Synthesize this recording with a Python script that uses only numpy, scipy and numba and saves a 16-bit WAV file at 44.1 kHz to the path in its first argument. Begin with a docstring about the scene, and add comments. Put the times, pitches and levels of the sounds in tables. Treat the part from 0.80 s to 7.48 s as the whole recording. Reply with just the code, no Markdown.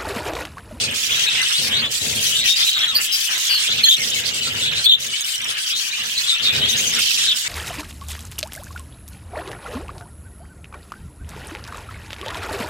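"""Budgerigar chicks beg in a clay nest pot: hoarse rasps, gliding peeps, tiny pips and two loud broken squeals.
Voices are phase-driven tones with random shake; rasps and hiss are shaped noise; pips are short tone bursts.
Chatter, hiss and croaks fill in behind; wings quiver in bouts of low noise over a faint room rumble.
The pot adds a brief dense ring, different at each of two close microphones; a gain control tames the squeals."""
import sys
import numpy as np
from scipy import signal
from scipy.fft import rfft, irfft, next_fast_len
from scipy.io import wavfile
from scipy.ndimage import uniform_filter1d, map_coordinates
from numba import njit

SR = 44100
rng = np.random.default_rng(int(sys.argv[2]) if len(sys.argv) > 2 else 0)


def generate_wav(sig):
    """Save sig (samples, or channels by samples) to the path in sys.argv[1] as 16-bit PCM at SR."""
    pcm = np.round(np.clip(np.atleast_2d(sig).T, -1, 1) * 32767).astype(np.int16)
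    wavfile.write(sys.argv[1], SR, pcm)


N = 294588
CALL_T = np.arange(-SR // 50, SR // 5) / SR  # s, from 20 ms before a call's start


def amp(db):
    """Decibels to gain."""
    return 10 ** (np.asarray(db) / 20)


def unit(x):
    """Scale to rms 1."""
    return x / np.sqrt(np.mean(np.abs(x) ** 2) + 1e-20)


def along(points, hz):
    """(hz, value) points interpolated on a log frequency axis."""
    point_hz, value = np.transpose(points)
    return np.interp(np.log(hz + 1), np.log(point_hz + 1), value)


def curve(points):
    """(time_s, value) points interpolated to one value per sample."""
    time_s, value = np.transpose(points)
    return np.interp(np.arange(N) / SR, time_s, value)


def wobble(rate_hz, size=N):
    """Smooth random curve through rate_hz random knots a second."""
    knots = rng.standard_normal(int(size * rate_hz / SR) + 4)
    return map_coordinates(knots, [np.arange(size) * rate_hz / SR], mode="mirror")


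def filtered(x, response):
    """Apply a gain that is a function of frequency in Hz."""
    size = x.shape[-1]
    fft_size = next_fast_len(size + 4096)
    spectrum = rfft(x, fft_size) * response(np.fft.rfftfreq(fft_size, 1 / SR))
    return irfft(spectrum, fft_size)[..., :size]


def noise(colour):
    """Two unrelated noises of the given spectrum, joint rms 1."""
    return unit(filtered(rng.standard_normal((2, N)), lambda hz: amp(along(colour, hz))))


def ragged(x, depth_db):
    """A chaotic syrinx: short-lived partials flicker in and out of the noise."""
    z = signal.stft(x, nperseg=256, noverlap=192)[2]
    field = uniform_filter1d(rng.standard_normal(z.shape[1:]), size=3, axis=0)
    field = uniform_filter1d(field, size=5, axis=1)
    flickering = signal.istft(z * amp(depth_db * unit(field)), nperseg=256, noverlap=192)[1]
    return unit(flickering[:, :x.shape[1]])


def edge(t_s, width_s):
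    """Sine-shaped fade across t_s = 0, four widths long, 40 ms at most."""
    return (1 + np.sin(np.pi / 2 * np.clip(t_s / min(2 * width_s, 1 / 50), -1, 1))) / 2


def gate(t_s, length_s, rise_s, fall_s):
    """Window from 0 to length_s with soft edges."""
    return edge(t_s, rise_s) * edge(length_s - t_s, fall_s)


def bouts(table, attack_s, release_s):
    """Strength of (start_s, end_s, db) bouts that build up, hold and die away; powers add."""
    t, power = np.arange(N) / SR, np.zeros(N)
    for start_s, end_s, db in table:
        build = 1 - np.exp(-np.maximum(t - start_s, 0) / attack_s)
        decay = np.exp(-np.maximum(t - end_s, 0) / release_s)
        power += (amp(db) * build * decay) ** 2
    return np.sqrt(power)


def sides(pan_db):
    """Left and right gains of constant total power."""
    return unit(amp(np.array([[pan_db], [-pan_db]]) / 2))


def nearly_mono(pair, side_db):
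    """Long waves reach both microphones almost alike."""
    return pair[0] + amp(side_db) * np.array([pair[1], -pair[1]])


def add(track, start_s, x):
    """Mix x into track from start_s on."""
    i = round(start_s * SR)
    part = x[:, max(-i, 0):max(N - i, 0)]
    track[:, max(i, 0):max(i, 0) + part.shape[1]] += part


# low resonances of pot and cage: centre_hz, width_hz, boost_db
HOLLOW_MODES = [(83, 25, 5), (105.6, 4.7, 9), (171, 31, 1.5), (226.6, 6, 3.5), (546, 20, 2.5)]


def hollow(x):
    """The hollow of the pot colours low sounds with its resonances; rms 1."""
    def boost_db(f):
        return sum(db / (1 + ((f - hz) / width * 2) ** 2) for hz, width, db in HOLLOW_MODES)
    return unit(filtered(x, lambda f: amp(boost_db(f))))


# rumble spectrum: freq_hz, relative_density_db
ROOM_COLOUR = [(25, -30), (60, -16), (110, -30), (230, 19), (350, 7.5), (700, -16), (1500, -6), (4000, -9)]


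def room_rumble():
    """Steady low noise, nearly alike at both microphones."""
    return amp(-61.5) * hollow(nearly_mono(noise(ROOM_COLOUR), side_db=-4))


# quivering and brief shuffles: start_s, end_s, relative_level_db
WING_BOUTS = [(0.0, 0.12, -34.5), (0.27, 0.42, -42.5), (0.45, 0.64, -46.5), (0.78, 1.09, -36.5),
              (1.21, 1.41, -35), (1.45, 1.67, -43.5), (1.78, 1.85, -51), (1.96, 2.1, -50),
              (2.12, 2.19, -44.5), (2.52, 2.57, -57), (2.68, 2.82, -51.5), (2.87, 3.03, -40.5),
              (3.17, 3.62, -40), (3.64, 4.0, -38.5), (4.05, 4.32, -47), (4.39, 4.46, -55),
              (4.58, 4.7, -48.5), (4.91, 4.96, -52), (5.19, 5.28, -47), (5.36, 5.45, -52), (5.6, 5.7, -41),
              (5.72, 5.88, -33.5), (5.92, 6.19, -38), (6.33, 6.56, -49), (6.64, 6.69, -55)]
# wing noise spectrum: freq_hz, relative_density_db
FLUTTER_COLOUR = [(18, -51), (30, -38), (61, -3), (108, 1.5), (155, 4), (182, -8.5), (224, 5.5),
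                  (309, -7.5), (453, 0), (1000, -15), (1300, -32), (2200, -120)]
WING_ATTACK_S, WING_RELEASE_S, SETTLE_RELEASE_S = 0.0069, 0.028, 0.15
SETTLE_REL_DB, RUSTLE_REL_DB = -6, -62.5  # soft settling after bouts; feathers never quite still


def wings(beat_rate_hz, beat_db):
    """Quivering wings brush the pot and pump its air: low noise with an uneven flutter."""
    quiver = bouts(WING_BOUTS, WING_ATTACK_S, WING_RELEASE_S)
    settle = amp(SETTLE_REL_DB) * bouts(WING_BOUTS, WING_ATTACK_S, SETTLE_RELEASE_S)
    strength = np.sqrt(quiver ** 2 + settle ** 2 + amp(RUSTLE_REL_DB) ** 2)
    flutter = nearly_mono(noise(FLUTTER_COLOUR), side_db=-8.5) * amp(beat_db * wobble(beat_rate_hz))
    return strength * hollow(flutter)


# ring time of the clay walls: freq_hz, t60_s
POT_DECAY = [(500, 0.043), (3000, 0.067), (12000, 0.069)]


def pot(x, wet_db, size=8192):
    """The clay walls return a short dense ring, unlike at each microphone, changing as the birds move."""
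    ring, padded = np.zeros((2, N)), np.pad(x, ((0, 0), (size, size)))
    for i in range(-size // 2, N, size // 2):
        # each overlapping piece of sound gets a fresh random tail
        hz, t, z = signal.stft(rng.standard_normal((2, SR // 16)), SR, nperseg=128)
        decay = amp(-60 * t / along(POT_DECAY, hz)[:, None])
        tail = signal.istft(z * decay, SR, nperseg=128)[1]
        tail = tail / np.linalg.norm(tail, axis=1, keepdims=True)
        piece = padded[:, i + size:i + 2 * size] * np.sqrt(np.hanning(size))
        add(ring, i / SR + 1 / 1000, signal.fftconvolve(piece, tail, axes=1))
    return (x + amp(wet_db) * ring) / np.hypot(1, amp(wet_db))


GLIDE_EASE = 1.35  # above 1, a note glides fast at first and then levels off


def syrinx(length_s, first_hz, last_hz, hoarse, jitter, rasp_rate_hz):
    """Phase and complex strength of one gliding note; hoarseness shakes both."""
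    t = CALL_T[CALL_T < length_s + 1 / 50]
    shake = np.array([wobble(rasp_rate_hz, size=len(CALL_T))[:len(t)] for _ in range(3)])
    hoarse = np.clip(hoarse, 0, 1)
    glide_hz = last_hz + (first_hz - last_hz) * (1 - np.clip(t / length_s, 0, 1)) ** GLIDE_EASE
    shaken_hz = glide_hz * (1 + jitter * np.sqrt(hoarse) * shake[0])
    phase = 2 * np.pi * np.cumsum(shaken_hz) / SR
    strength = np.sqrt(1 - hoarse) + np.sqrt(hoarse / 2) * (shake[1] + 1j * shake[2])
    return phase, strength


def chatter(centre_hz, spread, climb, hoarse, life_s, count):
    """Many overlapping little gliding chirps of the smaller chicks; overall rms 1."""
    out = np.zeros((2, N))
    for i, (when, pitch, life, slope, pan, lead) in enumerate(rng.triangular(-1, 0, 1, (count, 6))):
        length_s = np.clip(life_s * np.exp(life), .008, .12)
        hz = centre_hz * np.exp(spread * pitch)
        glide = np.exp(climb + 0.1006 * slope)
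        phase, strength = syrinx(length_s, hz / glide, hz * glide, hoarse, jitter=0.018, rasp_rate_hz=700)
        voice = strength * np.exp(1j * phase) * gate(CALL_T[:len(phase)], length_s, 1 / 300, 1 / 200)
        ports = sides(7 * pan) * np.exp(1j * np.array([[0], [2 + 2 * lead]]))
        start_s = (i - 2) / (count - 2) * N / SR + .012 * when
        add(out, start_s, (ports * voice).real)
    return unit(out)


# chatter contour, also the floor of the croaking: time_s, relative_level_db
CHATTER_LEVEL = [(0.0, -31), (0.18, -30), (0.35, -26.5), (0.5, -25.5), (0.91, -30), (1.04, -33),
                 (1.26, -31), (1.47, -31), (1.65, -32), (1.84, -30), (2.51, -31), (2.9, -27.5), (3.14, -30),
                 (3.4, -30), (3.68, -33), (3.98, -28), (4.13, -34), (4.37, -32), (4.86, -33), (5.32, -31),
                 (5.6, -27.5), (5.95, -28.5), (6.31, -31), (6.36, -31.5), (6.51, -28.5), (6.68, -42)]


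def brood_chirps(chatter_db):
    """The chatter's pitched chirps under a slow contour and a quick uneven wobble."""
    chirps = chatter(3100, spread=.32, climb=0.0391, hoarse=0.56, life_s=0.01618, count=900)
    return amp(chatter_db + 3.5 + 0.79 * wobble(23)) * chirps


# hiss contour: time_s, relative_level_db
HISS_LEVEL = [(0.0, -32.5), (0.33, -33), (0.72, -29.5), (0.93, -29.5), (1.17, -43), (1.3, -29.5),
              (1.69, -27), (1.93, -29), (2.18, -33), (2.44, -28), (3.83, -32), (4.0, -37.5), (4.24, -56),
              (4.39, -36), (4.71, -32.5), (5.08, -37), (5.36, -30), (5.64, -35), (5.95, -27), (6.12, -28.5),
              (6.29, -21.5), (6.68, -34.5)]
# hiss spectrum: freq_hz, relative_db
HISS_COLOUR = [(1000, -50), (3000, 13.5), (4200, 8), (6000, 6), (8000, 4), (11000, -9.5), (13500, -3),
               (16000, -15)]


def brood_hiss():
    """Soft breathy noise, flickering and grainy."""
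    grains = noise(HISS_COLOUR) * amp(2.45 * wobble(400))
    return amp(curve(HISS_LEVEL) + 2) * ragged(grains, depth_db=7.0)


# low croaking bouts: start_s, end_s, relative_level_db
CROAK_BOUTS = [(0.1, 0.145, -33), (0.3, 0.42, -36.5), (0.54, 0.63, -32.5), (0.69, 0.72, -32),
               (0.86, 1.06, -32.5), (1.63, 1.68, -39), (1.77, 1.83, -35.5), (1.96, 2.07, -32),
               (2.14, 2.21, -33), (2.48, 2.58, -31.5), (2.69, 2.75, -34), (3.35, 3.52, -41.5),
               (3.66, 3.81, -37), (3.92, 4.0, -43), (4.64, 4.79, -37.5), (5.16, 5.26, -39),
               (5.62, 5.88, -37), (5.95, 6.07, -41), (6.12, 6.2, -31.5), (6.64, 6.69, -31.5)]
# croak spectrum: freq_hz, relative_db
CROAK_COLOUR = [(150, -17), (400, -15.5), (700, -12), (1100, -8), (1650, -2), (2200, 1), (3000, 2.5),
                (5000, -23.5)]
CROAK_ATTACK_S, CROAK_RELEASE_S, GRUMBLE_REL_DB = 0.0068, 0.005, -9.5


def brood_croaks(chatter_db):
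    """Ragged low noise plus low chirps, in bouts over an ever-present grumble."""
    bout = bouts(CROAK_BOUTS, CROAK_ATTACK_S, CROAK_RELEASE_S)
    strength = np.hypot(bout, amp(chatter_db + GRUMBLE_REL_DB))
    rough = ragged(noise(CROAK_COLOUR) * amp(1.9 * wobble(250)), depth_db=1.5)
    low_chirps = chatter(1850, spread=0.42, climb=-0.0601, hoarse=0.55, life_s=0.02, count=400)
    return strength * (amp(3.5) * rough + amp(0.3) * low_chirps)


def brood():
    """Croaks, chirps and hiss go on between the nearer calls."""
    chatter_db = curve(CHATTER_LEVEL)
    return brood_croaks(chatter_db) + brood_chirps(chatter_db) + brood_hiss()


# very short pips: time_s (crest 2.3 ms later), relative_level_db, pitch_hz
PIP_CALLS = [(0.615, -10, 5970), (0.6305, -23, 6000), (0.684, -12, 5550), (0.7247, -11, 5700),
             (0.7364, -22, 5660), (3.1667, -11, 5830), (3.1842, -22, 5470), (3.204, -16, 5600),
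             (3.216, -12, 5850), (3.226, -14, 5530), (3.301, -12, 6900), (3.3428, -15, 5360),
             (4.2664, -19, 6600), (4.407, -12, 6440), (4.415, -13, 6560), (4.4446, -15, 5660),
             (4.556, -14, 5870), (4.579, -16, 5450), (4.6149, -17, 5860), (4.643, -13.5, 5700),
             (4.6833, -18, 5370), (6.136, -12, 5470), (6.1485, -8, 5540), (6.292, -15, 5500),
             (6.3919, -20, 5200)]
# partials of a pip: pitch_ratio, relative_db
PIP_PARTIALS = [(1, -1.5), (1.45, -8), (1.8, -14), (2.35, -17)]


def pips(width_s, sweep_per_s):
    """Each pip is a few milliseconds of rising tone with higher partials."""
    out, t = np.zeros((2, N)), np.arange(-SR // 100, SR // 100) / SR
    leads_rad = rng.uniform(0, 2 * np.pi, (len(PIP_CALLS), 2, 1))
    for (time_s, db, hz), lead_rad in zip(PIP_CALLS, leads_rad):
        phase = 2 * np.pi * hz * (t + sweep_per_s * t ** 2 / 2) + lead_rad
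        tone = sum(amp(level) * np.sin(ratio * phase) for ratio, level in PIP_PARTIALS)
        add(out, time_s + t[0] + 0.0023, amp(db) * tone * np.exp(-(t / width_s) ** 2))
    return out


# hissing rasps: start_s, end_s, relative_level_db, beak_hz, brightness_db
RASP_CALLS = [(0.0, 0.065, -23.5, 8700, -9), (0.144, 0.283, -24.5, 6760, 5), (0.29, 0.386, -27, 6400, 5.5),
              (0.388, 0.457, -22.5, 5950, 1), (0.504, 0.608, -27.5, 8700, -12),
              (0.621, 0.75, -26.5, 8950, -3), (0.731, 0.814, -26.5, 8540, 1),
              (0.813, 0.887, -22.5, 5000, 4.5), (1.108, 1.198, -24, 7500, 4), (1.205, 1.336, -25, 6950, 4),
              (1.345, 1.388, -24.5, 8000, 7), (1.407, 1.525, -22, 6160, 8), (1.536, 1.604, -26, 7750, 6),
              (1.645, 1.728, -21.5, 5540, 5.5), (1.761, 1.847, -20.5, 4700, 2),
              (1.848, 1.913, -24, 6960, 9.5), (2.206, 2.269, -23.5, 7740, 10.5),
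              (2.321, 2.471, -23.5, 5840, 9), (2.497, 2.556, -27, 5800, 4), (2.577, 2.69, -24.5, 6700, 5),
              (2.691, 2.75, -29, 4800, 9), (2.786, 2.878, -23.5, 8600, -2.5),
              (2.899, 3.01, -29.5, 4500, -14), (3.106, 3.145, -19.5, 6650, 8),
              (3.222, 3.308, -25, 5500, 5.5), (3.344, 3.413, -25.5, 6850, 3.5),
              (3.454, 3.503, -22.5, 4600, 1), (3.538, 3.594, -26.5, 7840, 1), (3.623, 3.697, -28, 7900, -3),
              (3.767, 3.875, -29.5, 7900, 0), (3.951, 4.055, -27.5, 8800, -7), (4.194, 4.284, -28, 6350, 6),
              (4.298, 4.414, -29, 8500, -4), (4.449, 4.562, -27.5, 8300, 5), (4.69, 4.727, -27, 9400, -1),
              (4.778, 4.85, -28.5, 8700, 2), (4.859, 4.927, -26.5, 5350, 6), (4.955, 5.099, -27, 5960, 5.5),
              (5.116, 5.213, -32, 6150, 1), (5.23, 5.36, -31, 6250, 6), (5.374, 5.46, -27.5, 7000, 4),
              (5.46, 5.54, -26.5, 8600, -8), (5.621, 5.683, -24.5, 4540, 1), (5.731, 5.794, -25.5, 4760, 1),
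              (5.89, 5.938, -26, 6050, 11), (5.971, 6.111, -27, 6500, 6.5), (6.116, 6.182, -28.5, 5700, 2),
              (6.189, 6.276, -22.5, 5560, 5), (6.284, 6.366, -23, 5300, 4), (6.374, 6.477, -22.5, 9500, -7),
              (6.555, 6.628, -24.5, 7650, 5), (6.624, 6.69, -27, 7900, -11)]
# common rasp spectrum: freq_hz, relative_db
RASP_COLOUR = [(300, -55), (900, -21), (1800, -5.5), (2800, 0), (4000, 4.5), (5500, 2), (7500, -2),
               (10500, -8), (13300, -12.5), (16000, -14.5)]
RASP_PAN_DB, RASP_PAN_SCATTER_DB = -0.8, 3.9


def rasps(grain_db, grain_rate_hz, ragged_db, beak_db, beak_width_hz, rise_s, fall_s):
    """Air forced through the syrinx in irregular puffs and coloured by the open beak."""
    out, size = np.zeros((2, N)), len(CALL_T)
    for start_s, end_s, db, beak_hz, bright_db in RASP_CALLS:
        def response(hz):
            beak = beak_db / (1 + ((hz - beak_hz) / beak_width_hz) ** 2)
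            tilt = bright_db * np.clip((hz - 7000) / 4000, 0, 1)
            return amp(along(RASP_COLOUR, hz) + beak + tilt)
        pan_db = RASP_PAN_DB + RASP_PAN_SCATTER_DB * rng.standard_normal()
        puffs = ragged(rng.standard_normal((2, size)), ragged_db)
        puffs = puffs * amp(grain_db * wobble(grain_rate_hz, size=size))
        hiss = unit(filtered(puffs, response)) * gate(CALL_T, end_s - start_s, rise_s, fall_s)
        add(out, start_s + CALL_T[0], amp(db) * sides(pan_db) * hiss)
    return out


def notes(table, throat, jitter, rasp_rate_hz, throb_db, throb_rate_hz, rise_s, fall_s):
    """Voiced notes with overtones 2 to 4, each reaching the microphones from its own place."""
    out = np.zeros((2, N))
    for start_s, end_s, first_hz, last_hz, db, hoarse, pan_db, lead_rad, overtones_db in table:
        length_s = max(end_s - start_s, 1 / 200)
        mean_hz = (first_hz + last_hz) / 2
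        phase, strength = syrinx(length_s, first_hz, last_hz, hoarse, jitter, rasp_rate_hz)
        overtones = sum(amp(along(throat, k * mean_hz)) * np.exp(1j * k * phase) for k in range(2, 5))
        window = gate(CALL_T[:len(phase)], length_s, rise_s, fall_s)
        # where throb_db is above 0 the membranes beat unevenly and pulse the note
        uneven = 1 + wobble(104.4, size=len(CALL_T))[:len(phase)] / 2
        beats = np.cumsum(throb_rate_hz * uneven) / SR
        strength = strength * amp(throb_db * np.sin(2 * np.pi * beats)) * window
        envelope = unit(strength) * np.sqrt(np.mean(window ** 2))
        voice = envelope * (np.exp(1j * phase) + amp(overtones_db) * overtones)
        ports = sides(pan_db) * np.exp(1j * np.array([[lead_rad], [-lead_rad]]) / 2)
        add(out, start_s + CALL_T[0], amp(db) * (ports * voice).real)
    return out


# seat of each chick, by name: left_right_db, left_lead_rad
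CHICK_SEATS = {"front": (1.1, 1.4), "back": (1.5, -1.84), "left": (18, -1.1), "right": (-17, 2.2),
               "middle": (1, 0.3)}
# overtone strength of begging notes: freq_hz, relative_db
PEEP_THROAT = [(2000, -18), (7000, -14), (10500, -18.5), (13500, -23), (16000, -36)]
BEGGING_OVERTONES_DB = -10


def begging(table):
    """Peeps and mutters share one throat and a pulsing throb."""
    return notes(table, PEEP_THROAT, jitter=0.052, rasp_rate_hz=1000, throb_db=3.0, throb_rate_hz=130,
                 rise_s=0.015, fall_s=0.012)


# low mutters: start_s, end_s, first_pitch_hz, relative_level_db
MUTTER_CALLS = [(0.582, 0.633, 1060, -47), (1.02, 1.067, 1270, -29.5), (1.612, 1.67, 2150, -28),
                (1.951, 1.983, 1620, -30), (2.058, 2.134, 1500, -37), (2.132, 2.163, 1127, -32),
                (3.069, 3.085, 1820, -13), (3.199, 3.225, 2220, -20.5), (3.35, 3.39, 2300, -25),
                (4.76, 4.806, 1750, -30), (4.847, 4.887, 1340, -43), (5.951, 5.983, 1820, -28)]
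MUTTER_SAG_OCT_PER_S, MUTTER_HOARSE = 3.44, .12


def mutters():
    """Low voiced notes from the front seat, all sagging at the same rate."""
    table = []
    for start_s, end_s, first_hz, db in MUTTER_CALLS:
        last_hz = first_hz * 2 ** (-MUTTER_SAG_OCT_PER_S * (end_s - start_s))
        table.append((start_s, end_s, first_hz, last_hz, db, MUTTER_HOARSE,
                      *CHICK_SEATS["front"], BEGGING_OVERTONES_DB))
    return begging(table)


# begging peeps: start_s, end_s, first_pitch_hz, last_pitch_hz, relative_level_db, hoarse_0_to_1, seat
PEEP_CALLS = [(0.07, 0.123, 3230, 2920, -25, 0.22, "front"),
              (0.303, 0.366, 3140, 3640, -15.5, 0.9, "front"), (0.367, 0.438, 2890, 3280, -22, 1, "middle"),
              (0.473, 0.499, 3790, 3706, -11, 0.2, "middle"),
              (0.468, 0.508, 2590, 2630, -19.5, 0.23, "middle"),
              (0.54, 0.597, 2956, 2870, -19.5, .48, "front"), (0.592, 0.63, 2000, 2070, -22.5, 0, "front"),
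              (0.643, 0.676, 2740, 3150, -18.5, 0.15, "left"), (0.716, 0.8, 2910, 4250, -16.5, 0.3, "back"),
              (0.785, 0.813, 3420, 3030, -18.5, 0.18, "left"), (0.92, 1.01, 3040, 4230, -15, 0.52, "back"),
              (1.021, 1.072, 3030, 3520, -17, 0.5, "front"), (1.356, 1.41, 3225, 3213, -22, 0.45, "front"),
              (1.441, 1.5, 3160, 2980, -22, 0.3, "left"), (1.518, 1.57, 2925, 2950, -16.5, 0.3, "left"),
              (1.552, 1.641, 3574, 3800, -15, 0.16, "front"), (1.642, 1.699, 2900, 3115, -14, 1, "back"),
              (1.679, 1.745, 3660, 3760, -13, 0.12, "front"),
              (1.792, 1.852, 3310, 3650, -14.5, 0.7, "back"), (1.872, 1.899, 3990, 3760, -10, .15, "front"),
              (1.926, 1.996, 3920, 3676, -15.5, 0.38, "front"),
              (2.001, 2.059, 3475, 3540, -13.5, 1, "front"),
              (2.072, 2.126, 3970, 3665, -16.5, 0.06, "back"),
              (2.272, 2.328, 3050, 3183, -19.5, 0.4, "left"), (2.54, 2.585, 3510, 3920, -22.5, .4, "right"),
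              (2.684, 2.742, 3110, 3020, -15.5, 0.6, "left"), (2.76, 2.795, 3020, 3110, -18, 0, "left"),
              (2.876, 2.943, 3400, 3960, -16, 0.65, "back"),
              (2.983, 3.006, 3480, 3480, -13.5, .72, "front"),
              (3.157, 3.195, 3050, 2460, -26, 0.13, "front"),
              (3.315, 3.354, 3020, 3110, -19.5, 0.05, "left"),
              (3.562, 3.639, 3010, 2970, -23, 0.26, "back"), (3.629, 3.69, 3990, 4490, -22, 0.7, "back"),
              (3.812, 3.898, 3530, 3850, -18, 0.8, "back"), (3.955, 4.002, 3730, 3980, -17.5, 0.8, "back"),
              (4.324, 4.355, 2810, 3070, -20, 0.16, "left"), (4.394, 4.421, 2930, 3190, -27, 0.15, "right"),
              (4.612, 4.68, 3326, 2910, -26.5, .3, "front"), (4.741, 4.794, 2994, 2730, -24, 0.44, "front"),
              (4.893, 4.995, 2800, 4230, -18.5, 0.4, "back"), (5.126, 5.209, 2880, 3010, -28, 0.4, "front"),
              (5.365, 5.409, 3920, 4340, -16, .43, "front"), (5.473, 5.51, 4050, 3750, -12.5, 0.55, "back"),
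              (5.5, 5.553, 3620, 3630, -14, 0.06, "back"), (5.579, 5.623, 2895, 3600, -19.5, 0.63, "left"),
              (5.642, 5.716, 3890, 3556, -13.5, 0.36, "back"),
              (5.713, 5.757, 2470, 2450, -23.5, .2, "middle"),
              (5.738, 5.777, 3720, 3760, -16.5, 0.3, "back"), (5.808, 5.84, 3570, 3880, -19, 0.22, "left"),
              (5.828, 5.859, 2980, 3440, -11.5, 0.11, "back"), (5.872, 5.905, 3140, 3910, -14.5, 0, "left"),
              (5.894, 5.922, 6020, 6120, -20, 0.3, "right"), (5.911, 5.963, 3110, 4100, -18.5, 0.1, "back"),
              (5.969, 6.013, 6500, 6500, -17.5, 0.5, "middle"),
              (6.037, 6.07, 3020, 2975, -19, 0.44, "front"), (6.06, 6.093, 6580, 6200, -16, .4, "back"),
              (6.158, 6.24, 3095, 2836, -19.5, 0.8, "middle"),
              (6.414, 6.485, 3560, 3700, -19, 0.84, "back"),
              (6.48, 6.531, 3795, 3450, -10.5, 0.38, "front")]


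def peeps():
    """Gliding, more or less hoarse notes, each from its chick's seat."""
    return begging([(*note, *CHICK_SEATS[seat], BEGGING_OVERTONES_DB) for *note, seat in PEEP_CALLS])


# squeaks and squeals, the long ones broken by pitch jumps:
# start_s, end_s, first_pitch_hz, last_pitch_hz, relative_level_db, hoarse_0_to_1,
# left_right_db, left_lead_rad, overtones_db
SQUEAL_CALLS = [(2.15, 2.186, 4430, 4730, -11.5, 0.38, -1, -1.5, 11),
                (2.32, 2.365, 5090, 4980, -19.5, 0.32, -1, 1.5, 4),
                (2.695, 2.785, 4700, 4290, -18.5, 0.28, 0, 1.1, 5),
                (3.038, 3.046, 4260, 4140, -2, 0.11, 0, 0.74, 3),
                (3.047, 3.072, 3283, 3405, -7, .12, 1, 4, 5.5),
                (3.07, 3.085, 4200, 4190, -11.5, 0.55, -3, 3.5, -8),
                (3.083, 3.112, 3286, 3470, -3.5, 0.18, 1.5, 4, 4.5),
                (3.108, 3.152, 3526, 3550, -5.5, 0.8, 0, 4.5, -3),
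                (4.043, 4.061, 4320, 4190, -12.5, .2, -3, 1.5, 9),
                (4.061, 4.087, 3460, 3570, -5.5, 0.11, 9, 8, -20),
                (4.091, 4.116, 3700, 3570, -5, 0.24, -0.5, 4, -11),
                (4.116, 4.152, 3360, 3606, -3, 0.5, 4, 4, -7.5)]
# overtone strength of squeals: freq_hz, relative_db
SQUEAL_THROAT = [(3000, -18), (6800, -15.5), (8800, -23.5), (10500, -34), (13500, -21.5), (16000, -11)]


def squeals():
    """Loud voiced notes; abutting pieces at different pitches break a long squeal."""
    return notes(SQUEAL_CALLS, SQUEAL_THROAT, jitter=0.046, rasp_rate_hz=870, throb_db=0.0,
                 throb_rate_hz=135.6, rise_s=0.0039, fall_s=0.0087)


def scene():
    """All the chicks in their pot, the squealing one nearest, over wings and room rumble."""
    hisses = rasps(grain_db=1.74, grain_rate_hz=550, ragged_db=3.5, beak_db=8, beak_width_hz=930,
                   rise_s=0.0077, fall_s=0.018)
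    calls = brood() + amp(-0.5) * pips(width_s=0.0012, sweep_per_s=11)
    calls = calls + amp(2.5) * hisses + amp(-0.5) * (mutters() + peeps())
    flutter = amp(-1.0) * wings(beat_rate_hz=47, beat_db=0.7)
    return room_rumble() + flutter + pot(calls, wet_db=-3.5) + pot(amp(2.5) * squeals(), wet_db=-6.5)


@njit
def follow(power, attack, release):
    """Level detector that rises fast and falls slowly; times in samples."""
    out, level = np.empty_like(power), 0.0
    for i in range(len(power)):
        level += (power[i] - level) / (attack if power[i] > level else release)
        out[i] = level
    return out


LIMIT_DB, LIMIT_ATTACK_S, LIMIT_RELEASE_S, TOP_HZ = -8, 0.0039, 0.033, 16050


def record(dry):
    """Gain control turns loud calls down, peaks are rounded, and nothing passes above TOP_HZ."""
    power = follow(np.mean(dry ** 2, axis=0), LIMIT_ATTACK_S * SR, LIMIT_RELEASE_S * SR)
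    held = dry / np.maximum(1, np.sqrt(power) / amp(LIMIT_DB))
    rounded = held / (1 + (np.abs(held) / .9) ** 8) ** (1 / 8)
    return filtered(rounded, lambda hz: hz < TOP_HZ)


dry = scene()
out = record(dry)
generate_wav(out)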